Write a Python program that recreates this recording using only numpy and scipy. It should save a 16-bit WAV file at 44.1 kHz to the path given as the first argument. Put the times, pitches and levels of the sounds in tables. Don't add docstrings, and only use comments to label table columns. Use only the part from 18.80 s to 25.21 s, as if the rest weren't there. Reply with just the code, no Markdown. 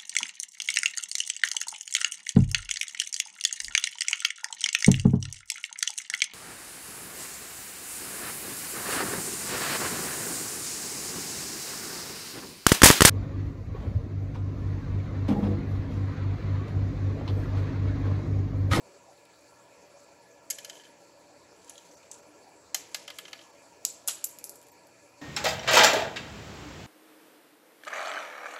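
import sys
import numpy as np
from scipy import signal
from scipy.fft import rfft, irfft
from scipy.io import wavfile

SR = 44100
rng = np.random.default_rng(int(sys.argv[2]) if len(sys.argv) > 2 else 0)


def to_wav(s):
    ch = np.atleast_2d(s).T
    pcm = np.round(np.clip(ch, -1, 1) * 32767)
    wavfile.write(sys.argv[1], SR, pcm.astype(np.int16))


def boost(x):
    u = np.asarray(x, float) / 20
    return 10 ** u


N = 282857
CUTOFF_HZ = 15740


def rms_one(x):
    return x / np.sqrt(np.mean(x ** 2) + 1e-20)


def at_hz(points, hz, column=1):
    points = np.array(points)
    return np.interp(np.log(hz), np.log(points[:, 0]), points[:, column])


def filtered(x, order, edge_hz, kind):
    return signal.sosfilt(signal.butter(order, edge_hz, kind, fs=SR, output="sos"), x)


def drift(rate):
    r = np.exp(-80 * np.pi * rate / SR)
    slow = signal.lfilter([1], [1, -2 * r, r * r], rng.standard_normal(N // 40 + 2002))[2000:]
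    return np.interp(np.arange(N) / 40, np.arange(len(slow)), rms_one(slow))


def leak(x, seconds):
    r = np.exp(-1 / (seconds * SR))
    return signal.lfilter([1 - r], [1, -r], x)


def bands(low_hz, per_octave):
    edges = low_hz * 2 ** np.arange(0, np.log2(18000 / low_hz), 1 / per_octave)
    return [(np.sqrt(a * b), signal.butter(2, [a, b], "band", fs=SR, output="sos"))
            for a, b in zip(edges, edges[1:])]


def ring(x, hz, width_hz):
    r, w = np.exp(-np.pi * width_hz / SR), 2 * np.pi * hz / SR
    return signal.lfilter([0, np.sin(w)], [1, -2 * r * np.cos(w), r * r], x + 1e-18)


def body(x, resonances):
    return sum((-1) ** k * boost(db) * ring(x, hz, width) for k, (hz, width, db) in enumerate(resonances))


def struck(x, modes):
    return body(x, [(hz, np.log(1000) / (np.pi * t60), db) for hz, db, t60 in modes])


def rings(rows, rise_ms):
    out, t = np.zeros(N), np.arange(4096) / SR
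    for s, db, hz, t60_ms in rows:
        at = round(s * SR)
        rise = 1 - np.exp(-1000 * t / rise_ms)
        out[at:at + 4096] += boost(db - 6e4 * t / t60_ms) * np.sin(2 * np.pi * hz * t) * rise
    return out


def cracks(events, density, uneven_db, low_stretch, rise_ms):
    trains, span = np.zeros((5, N + 1024)), np.arange(1024)
    luck = rng.random((len(events), 3, 1024))
    stretch = np.array([[low_stretch], [1], [1]])
    for (s, db, low_db, high_db, ms, *ring_db), (born, size, sign) in zip(events, luck):
        at = round(s * SR)
        length = max(ms, .05) * SR / 1000 * stretch
        run = (born < density) | (span == 0)
        run = run * boost(-uneven_db * np.log(size + 0.046)) * np.sign(sign - .5)
        rise = 1 - np.exp(-(span + 1) / (rise_ms * SR / 1000 * stretch ** 2))
        run = run * np.exp(-(span / length) ** 1.2) * rise
        run *= boost(db) / np.sqrt(np.sum(run ** 2, axis=1, keepdims=True) / (1 + length / 14))
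        trains[:3, at:at + 1024] += run * boost(np.array([low_db, 0, high_db]))[:, None]
        push_db = db + np.array([low_db + sum(ring_db), high_db])
        trains[3:, at + int(length[1, 0] / 2)] += boost(push_db)
    return trains[:, :N]


def landings(rows, contact, *ring_db):
    ms, low_db, per_db, ceiling_db = contact
    full = []
    for s, db, high_db, *own in rows:
        low = min(low_db + per_db * (-22.0 - db), ceiling_db)
        full.append((s, db, low, high_db, ms, *own, *ring_db))
    return full


# frequency in Hz, width in Hz, level in dB.
LOW_BODY = [(630, 100, -17), (1180, 1090, 5), (2310, 1100, 7.5), (2780, 780, 9.5), (3970, 2370, 11)]
MID_BODY = [(4680, 1150, -6.5), (6550, 1560, 5), (8650, 1460, -1.5)]
HIGH_BODY = [(9140, 580, 9.5), (10300, 1100, 10), (11940, 360, 5.5), (14400, 2400, -4)]


def plastic(trains, top_db=0.0):
    low, middle = body(trains[0], LOW_BODY), body(trains[1], MID_BODY)
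    high = body(trains[2], HIGH_BODY[:2]) + boost(top_db) * body(trains[2], HIGH_BODY[2:])
    return boost(-5) * (low + middle + high)


# frequency in Hz, level in dB per Hz.
FAN_AIR = [(50, -32), (100, -40), (170, -29), (250, -18), (400, -2), (600, -5.5), (800, -3), (1050, -8.5),
           (1300, -12), (2000, -14), (3400, -21), (5200, -18), (8000, -17.5), (15500, -23)]
# frequency in Hz, width in Hz, level in dB.
DUCTS = [(82.6, 31, -66.5), (111, 10, -99), (184, 18, -74.5), (306, 19, -69), (335, 10, -71),
         (505, 22, -69), (575, 22, -61), (657, 9, -68), (946.5, 41, -65.5), (1360, 16, -74.5),
         (1709, 30, -72.5), (2416, 210, -68), (4470, 360, -70), (7200, 830, -77.5)]
# frequency in Hz, level in dB rms.
MAINS = [(84, -78), (120, -72), (660, -74)]
# frequency in Hz, level in dB rms.
WHINE = [(5394, -82), (5609, -86), (5830, -87), (15493, -88)]


def fans(patchy_db):
    white, air, together = rng.standard_normal((3, N)), 0, drift(0.82)
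    for k, (hz, sos) in enumerate(bands(35, 3)):
        flicker = patchy_db * (1 + 250 / hz) * (.15 * together + drift(9.0))
        air = air + boost(at_hz(FAN_AIR, hz) + flicker) * signal.sosfilt(sos, white[k % 2])
    mix = boost(-57.5) * rms_one(air)
    for hz, width, db in DUCTS:
        mix += boost(db - 0.4 + 2.5 * drift(7)) * rms_one(ring(white[2], hz, width))
    t = np.arange(N) / SR
    for hz, db in MAINS:
        mix += boost(db + 2 + 3 * drift(5)) * np.sin(2 * np.pi * hz * t + 1.5 * drift(1.2))
    for hz, db in WHINE:
        mix += boost(db + 3) * np.sin(2 * np.pi * hz * t)
    return signal.sosfilt(signal.ellip(8, 1, 60, CUTOFF_HZ, fs=SR, output="sos"), mix)


# start in seconds, peak in dB, low share in dB, high share in dB.
SNAPS = [(0.452, -59, -1, 3), (0.608, -64, -8, 6.5), (2.8454, -50, -25, -4), (2.8787, -49, -5, -10),
         (2.8956, -38, -14, 0.5), (2.9803, -46, -13, -9), (3.228, -55, -4, -10), (3.314, -37, -15.5, -7),
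         (3.329, -47, -28, -9), (3.342, -43, -17, -12), (3.3517, -52, -19, -17), (4.9294, -66, -9, -16)]
# start in seconds, peak in dB, low share in dB,
# high share in dB, tear length in ms.
BREAKS = [(5.0480, -45, -10, -6, 2.5), (5.0511, -24, -19, -2, 0.15), (5.0559, -32, -15, -4, 0.3),
          (5.2755, -25, -16, 0, 3.4), (5.2815, -22.5, -14, -2.5, 3.5), (5.2845, -22, -11, -6, 4.8),
          (5.293, -27, -12, -6, 5), (5.303, -34, -11, -16, 15), (5.4420, -29, -27, 0, 0.1),
          (5.4446, -33, -35, 2, 0.3), (5.2705, -50, -16, -4, 4)]
# start in seconds, peak in
# dB, pitch in Hz, t60 in ms.
SHORT_RINGS = [(2.845, -48, 5970, 14), (2.956, -45, 3260, 18), (2.957, -48, 4000, 14), (2.9794, -39.5, 3280, 14),
               (2.981, -44, 3930, 20), (2.9796, -36, 6660, 9), (3.1126, -46.5, 5930, 14),
               (2.8952, -39, 6000, 12), (2.8956, -35, 6940, 12), (2.898, -50, 3200, 16), (2.884, -53, 3150, 22),
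               (3.152, -52, 5820, 25), (3.174, -50, 5900, 12), (3.231, -51, 2500, 12), (3.3141, -34, 6080, 9),
               (3.3143, -28, 8050, 9.5), (3.3143, -34, 9750, 7.6), (3.3172, -37, 6300, 13),
               (3.330, -42, 8100, 12), (3.342, -44, 5900, 8), (3.342, -44, 8000, 7), (3.342, -42, 9800, 7),
               (5.0510, -7, 7750, 3.3), (5.0510, -12, 6000, 3.5), (5.0510, -7, 12150, 5), (5.0511, -30, 1600, 5),
               (5.052, -32, 4200, 8), (5.0558, -18, 7500, 2), (5.081, -38, 7450, 11), (5.2757, -26, 7700, 9),
               (5.2757, -24, 10100, 8), (5.2757, -22, 12000, 12), (5.276, -29, 5140, 13),
               (5.2817, -22, 12200, 16), (5.2822, -16, 9700, 14), (5.2835, -23, 7600, 14),
               (5.283, -29, 6500, 14), (5.284, -34, 2800, 14), (5.2945, -25, 7900, 12), (5.311, -35, 7700, 10),
               (5.3272, -34, 7800, 25), (5.347, -33, 7800, 12), (5.354, -36, 7840, 15), (5.4420, -10, 7500, 2),
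               (5.4420, -7, 11300, 2.2), (5.4423, -38, 3000, 6), (5.4447, -11, 12000, 12),
               (5.4447, -19, 7600, 4), (5.4503, -21, 12300, 10),
               (0.452, -50, 11500, 3), (0.452, -48, 14000, 3), (0.618, -50, 12000, 3), (0.618, -48, 14500, 3),
         (5.0510, -8, 7000, 2.8), (5.0510, -19, 9400, 5), (5.0510, -25, 5000, 3), (5.0558, -24, 9800, 2),
         (5.4420, -6, 9400, 1.8), (5.4447, -12, 9600, 2), (5.4482, -26, 7600, 3), (5.455, -36, 12050, 120),
         (5.4498, -24, 9500, 4), (5.4555, -28, 9300, 3), (5.5868, -30, 5200, 4), (5.5868, -30, 6800, 3),
         (5.5868, -32, 11900, 10), (5.6413, -22, 9800, 2), (5.6548, -35, 7300, 4), (5.6942, -35, 5600, 3),
         (5.6942, -26, 9800, 2)]


def snapping_supports():
    tear_ms = 1.7
    soft = cracks([(*row, tear_ms) for row in SNAPS],
                  density=0.27, uneven_db=-10.0, low_stretch=4.0, rise_ms=0.33)
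    hard = cracks(BREAKS, density=0.27, uneven_db=2.5, low_stretch=1.88, rise_ms=0.054)
    struts = filtered(rings(SHORT_RINGS, rise_ms=.06), 2, 2200, "high")
    return plastic(soft, top_db=-8) + plastic(hard) + struts


# start in seconds, hold in seconds, level in dB.
RUBS = [(0.595, 0.091, -66.5), (1.785, 0.2, -57.5), (1.95, 0.14, -62), (2.1, 0.16, -70.5),
        (2.828, 0.015, -64), (2.885, 0.0086, -57), (2.93, 0.12, -61.5), (3.114, 0.07, -63),
        (3.35, 0.05, -61), (4.088, 0.45, -59.5), (4.54, 0.11, -63), (4.7, 1.0, -68), (6.12, 0.34, -74)]
# frequency in Hz, width in Hz, level in dB.
SQUEAK = [(3560, 780, -25), (6500, 1200, -1)]


def rubbing_fingers(per_s):
    t = np.arange(N) / SR
    attack_db_per_s, release_db_per_s, grip_db = 400, 250, -81
    level_db = np.full(N, float(grip_db))
    for s, hold, db in RUBS:
        attack = attack_db_per_s * np.maximum(s - t, 0)
        release = release_db_per_s * np.maximum(t - s - hold, 0)
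        level_db = np.maximum(level_db, db - attack - release)
    born = rng.random(N) < per_s * boost(5 * drift(25)) / SR
    size = boost(1.3 * np.minimum(rng.exponential(1, N), 4))
    slips = born * size * rng.choice([-1, 1], N)
    shares = slips * boost(np.array([[-7.0], [0], [-5.0]]))
    return boost(level_db) * rms_one(plastic(shares, top_db=-4) + body(slips, SQUEAK))


# start in seconds, peak in dB, high share in dB, ring in dB.
BOUNCES = [(1.7012, -23.5, -8, -1.5), (1.7071, -23, -12, -14), (1.7294, -46, -14, -12),
           (1.7842, -35.5, -14, -4), (1.8458, -33.5, -11.5, 0.5), (1.8963, -34.5, -20, -7),
           (1.9294, -57, -24, 4), (1.9527, -51, -13, -6), (1.9694, -51, -19, -6), (1.999, -56, -18, -2),
           (2.014, -53, -28, -3), (2.0347, -51, -27, 0), (2.0517, -54, -15, 0)]
# contact in ms, low share in dB at a -22 dB blow, gain in dB per dB softer, ceiling in dB.
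BOUNCE_CONTACT = (4, -18, 0.8, -5)
# frequency in Hz, level in dB, t60 in seconds.
SCRAP = [(1715, -3.5, 0.12), (2170, -1, 0.025), (2800, -23, 0.036), (3083, 1, 0.06), (4200, -6, 0.077),
         (4860, -2, 0.047)]
SCRAP_EDGE = [(11420, 8.5, 0.034), (11600, -6, 0.05)]
# start in seconds, peak in dB, pitch in Hz, t60
# in ms.
FACES = [(1.7016, -24, 6700, 20), (1.7016, -25, 11600, 18), (1.7065, -23, 6500, 19),
         (1.708, -23.5, 7630, 15), (1.706, -33, 4800, 43), (1.707, -34, 3040, 30), (1.7135, -29, 6700, 20),
         (1.7845, -47, 6300, 14), (1.786, -43, 3080, 28), (1.847, -49, 3040, 17), (1.847, -38, 6500, 13),
         (1.8965, -40, 3075, 40), (1.954, -46, 3080, 40), (1.967, -49, 3090, 40), (1.998, -46, 3090, 45),
         (2.013, -50, 3090, 40), (2.051, -49, 3090, 45), (3.9452, -27, 3090, 42), (3.947, -25, 4160, 34),
         (3.9455, -26, 5600, 20), (3.9458, -26.5, 6240, 17), (3.946, -24.5, 6920, 22),
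         (3.9455, -31, 4860, 22), (3.9455, -30, 2080, 24), (3.9452, -33, 757, 25), (3.946, -35, 1700, 90),
         (3.946, -27, 7900, 12), (3.9455, -18, 12050, 12), (4.1448, -24.5, 6550, 18),
         (4.1455, -25, 4840, 22), (4.1448, -31, 7680, 14), (4.149, -29.5, 4110, 24), (4.148, -32, 3030, 26),
         (4.146, -33.5, 2080, 26), (4.147, -35.5, 1694, 83), (4.147, -40, 1220, 44),
         (4.2785, -33, 3120, 19), (4.302, -39, 3150, 22), (4.302, -39, 4730, 12), (4.3865, -34, 3200, 24),
         (4.388, -44, 1270, 40), (4.385, -34, 6940, 10), (4.454, -39, 3100, 21), (4.482, -50, 3070, 18),
         (4.531, -36, 3050, 24), (4.590, -52, 2980, 21), (4.612, -53, 3000, 16), (1.885, -46, 570, 130),
         (1.951, -48, 580, 50), (1.97, -49, 570, 90),
         (1.785, -44, 1710, 50), (1.785, -44, 2100, 20), (1.822, -54, 2450, 110), (1.848, -43, 1710, 60),
           (1.894, -46, 1710, 30), (1.899, -46, 2100, 25), (1.897, -42, 4900, 18), (1.929, -48, 3060, 35),
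           (1.997, -51, 1710, 120), (2.036, -52, 3090, 18), (2.051, -50, 2480, 20), (2.03, -53, 1710, 90),
           (2.068, -52, 1710, 80), (2.0745, -55, 3100, 25), (4.1448, -27, 7900, 14),
           (4.1455, -22, 9800, 10), (4.1450, -31, 11700, 8), (4.147, -40, 800, 30), (4.452, -47, 4800, 12),
           (4.452, -47, 6300, 10), (4.453, -45, 2100, 18), (4.481, -47, 2000, 16), (4.4815, -40, 3020, 20),
           (4.480, -48, 6000, 10), (4.521, -48, 2900, 14), (4.532, -35, 3010, 20), (4.531, -38, 4700, 14),
           (4.531, -39, 5700, 12), (4.531, -38, 2050, 16), (4.532, -41, 1300, 25), (4.559, -49, 4600, 30),
           (4.576, -50, 5500, 12), (4.304, -43, 3300, 22), (4.3865, -42, 5000, 14), (3.946, -36, 2060, 40),
           (3.9465, -27, 6350, 25), (3.9465, -28, 7400, 18), (3.960, -35, 12000, 60),
           (4.155, -40, 12000, 70), (4.39, -42, 12000, 70), (1.707, -38, 2150, 35), (1.707, -39, 2750, 35),
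           (4.557, -47, 2400, 25), (4.581, -48, 3900, 15), (4.591, -45, 2950, 20), (4.591, -48, 2000, 16),
           (4.612, -47, 3030, 16), (4.613, -49, 2300, 14), (4.638, -50, 3030, 14)]


def rattling_scrap():
    blows = cracks(landings(BOUNCES, BOUNCE_CONTACT),
                   density=.4, uneven_db=2.5, low_stretch=1.5, rise_ms=.8)
    scrap = plastic(blows, top_db=2.0) + struck(blows[3], SCRAP) + struck(blows[4], SCRAP_EDGE)
    scrap = filtered(scrap, 2, 1500, "high")
    return scrap + rings(FACES, rise_ms=.25)


# start in seconds, peak in dB, high share in dB.
DROPS = [
    (3.9447, -18.5, -9.5),
    (4.1445, -24.5, -15),
    (4.2776, -36, -14),
    (4.3008, -39, -14),
    (4.3852, -37, -3),
    (4.4515, -49, -20),
    (4.4795, -50, -21),
    (4.5296, -37, -24),
    (4.5908, -55, -20),
    (4.612, -56, -23),
]
# contact in ms, low share in dB at a -22 dB blow, gain in dB per dB softer, ceiling in dB.
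DROP_CONTACT = (3.5, -9.5, 0.64, 5)
# frequency in Hz, level in dB, t60 in seconds.
BENCH = [(773, -11.5, 0.068), (1240, -8.5, 0.059), (1707, -6.5, 0.11), (2060, -5.5, 0.067),
         (2500, -4, 0.027), (3146, -2.5, 0.035), (3660, -13, 0.025), (5050, -11, 0.03)]
# frequency in Hz, width in Hz, level in dB.
BENCH_DAMPED = [(660, 400, -6), (3250, 1100, -33)]
# frequency in Hz, level in dB, t60 in seconds.
METAL = [(12035, 0, .12), (12180, -6, .06)]


def bench_drops():
    ring_db = -3.5
    blows = cracks(landings(DROPS, DROP_CONTACT, ring_db),
                   density=.4, uneven_db=2.5, low_stretch=1.5, rise_ms=.8)
    bench = plastic(blows, top_db=4.5) + struck(blows[3], BENCH)
    bench += boost(-7.5) * body(blows[0], BENCH_DAMPED)
    bench += struck(blows[4] * boost(-15), METAL)
    return filtered(bench, 2, 520, "high")


# start in seconds, peak in dB, high share in dB, metal ring in dB.
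TICKS = [(5.5867, -27, -11, -19), (5.6412, -23, -5.5, -6), (5.6941, -31.5, -1, -12), (5.7444, -49, -8, -23),
         (5.757, -42, -1, -17), (5.8152, -44, -3, -22), (5.8274, -50, -1, -18), (5.8334, -54, -11, -25),
         (5.8684, -53, 1, -20), (5.8855, -54, 4, -23), (5.9164, -60.5, 3, -4), (5.9294, -62, -12, -13),
         (6.0704, -52, -3, -21)]
# contact in ms, low share in dB at a -22 dB blow, gain in dB per dB softer, ceiling in dB.
TICK_CONTACT = (0.6, -30.5, 0.66, -10)


def frame_ticks():
    blows = cracks(landings(TICKS, TICK_CONTACT),
                   density=0.12, uneven_db=-1.0, low_stretch=2.0, rise_ms=0.035)
    return plastic(blows) + struck(blows[3] * boost(22.5), METAL)


# delay in ms, level in dB.
ECHOES = [(2.7, -24), (4.8, -22), (6.6, -24), (11.5, -26)]
# frequency in Hz, t60 in seconds, tail energy in dB.
ROOM = [(990, 1, -9), (2620, 0.69, -7.5), (4850, 0.44, -8.5), (7540, 0.37, -8), (12000, 0.26, -8.5),
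        (15200, 0.33, -23)]


def room(x, build_s):
    early_t60_s, early_db = 0.073, -2
    white, out = rng.standard_normal((2, N)), np.zeros(N)
    clumps = [boost(2 * drift(57)) for _ in range(5)]
    for k, (hz, sos) in enumerate(bands(600, 4)):
        direct, diffuse = signal.sosfilt(sos, [x + 1e-18, white[k % 2]])
        power = leak(direct ** 2, build_s)
        stored = leak(power, at_hz(ROOM, hz) / np.log(1e6))
        stored += boost(2 * early_db) * leak(power, early_t60_s / np.log(1e6))
        ragged = clumps[k // 2 % 5] ** min(hz / 7000, 1)
        out += boost(at_hz(ROOM, hz, column=2)) * np.sqrt(stored) * rms_one(diffuse) * ragged
    for ms, db in ECHOES:
        lag = round(ms * SR / 1000)
        out[lag:] += boost(db) * x[:-lag]
    return out


def scene():
    air = fans(patchy_db=2.5)
    snaps = snapping_supports()
    rubs = rubbing_fingers(per_s=880)
    scrap = rattling_scrap()
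    bench = bench_drops()
    frame = frame_ticks()
    sent = snaps + boost(-2.0) * bench + boost(-2.5) * scrap + boost(2.5) * frame
    wet = room(sent, build_s=0.00077)
    return (snaps + bench + scrap + frame + wet + rubs + air)[None]


# centre in seconds, depth from 0 to 1.
STARVED = [
    (2.03, .4),
    (3.159, 1.),
    (3.415, .75),
    (4.72, .7),
    (5.483, .6),
    (5.912, .95),
]
KEPT_HZ = [2750, 4600, 5400, 5950, 7500, 9500, 12000]


def thin_out(x, half_s):
    t, hz = np.arange(N) / SR, np.arange(N // 2 + 1) * SR / N
    dip = sum(depth * np.cos(np.pi / 2 * np.clip((t - s) / half_s, -1, 1)) ** 2 for s, depth in STARVED)
    above_bass = 1 / (1 + (1100 / (hz + 1)) ** 4)
    kept_bands = sum(1 / (1 + ((hz - kept) / 170) ** 4) for kept in KEPT_HZ)
    lost = above_bass - 1.4 * kept_bands
    return x - np.clip(dip, 0, 1) * irfft(rfft(x) * lost, N)


# frequency in Hz, level in dB.
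MIC = [(5500, -0.5), (6700, 0.5), (7600, 2.5), (8100, -3), (8600, -12), (10200, -3.5), (12200, -6),
       (12900, -18), (14800, -10), (15700, -14)]


def microphone(x):
    hz = np.linspace(0, SR / 2, 513)
    squared = signal.firwin2(255, hz, boost(2 * at_hz(MIC, hz + 1)), fs=SR)
    coloured = signal.lfilter(signal.minimum_phase(squared), [1], x)
    hiss = filtered(rng.standard_normal(N), 4, [15000, CUTOFF_HZ - 100], "band")
    return coloured + boost(-87) * hiss


def low_pass(x):
    return signal.sosfilt(signal.butter(12, 16450, fs=SR, output="sos"), x)


def record(dry):
    cut = filtered(microphone(dry), 3, 119, "high")
    cut = signal.sosfilt(signal.ellip(10, 1, 80, CUTOFF_HZ + 600, fs=SR, output="sos"), cut)
    mix = thin_out(cut, half_s=0.014)
    return low_pass(mix)


dry = scene()
out = record(dry)
to_wav(out)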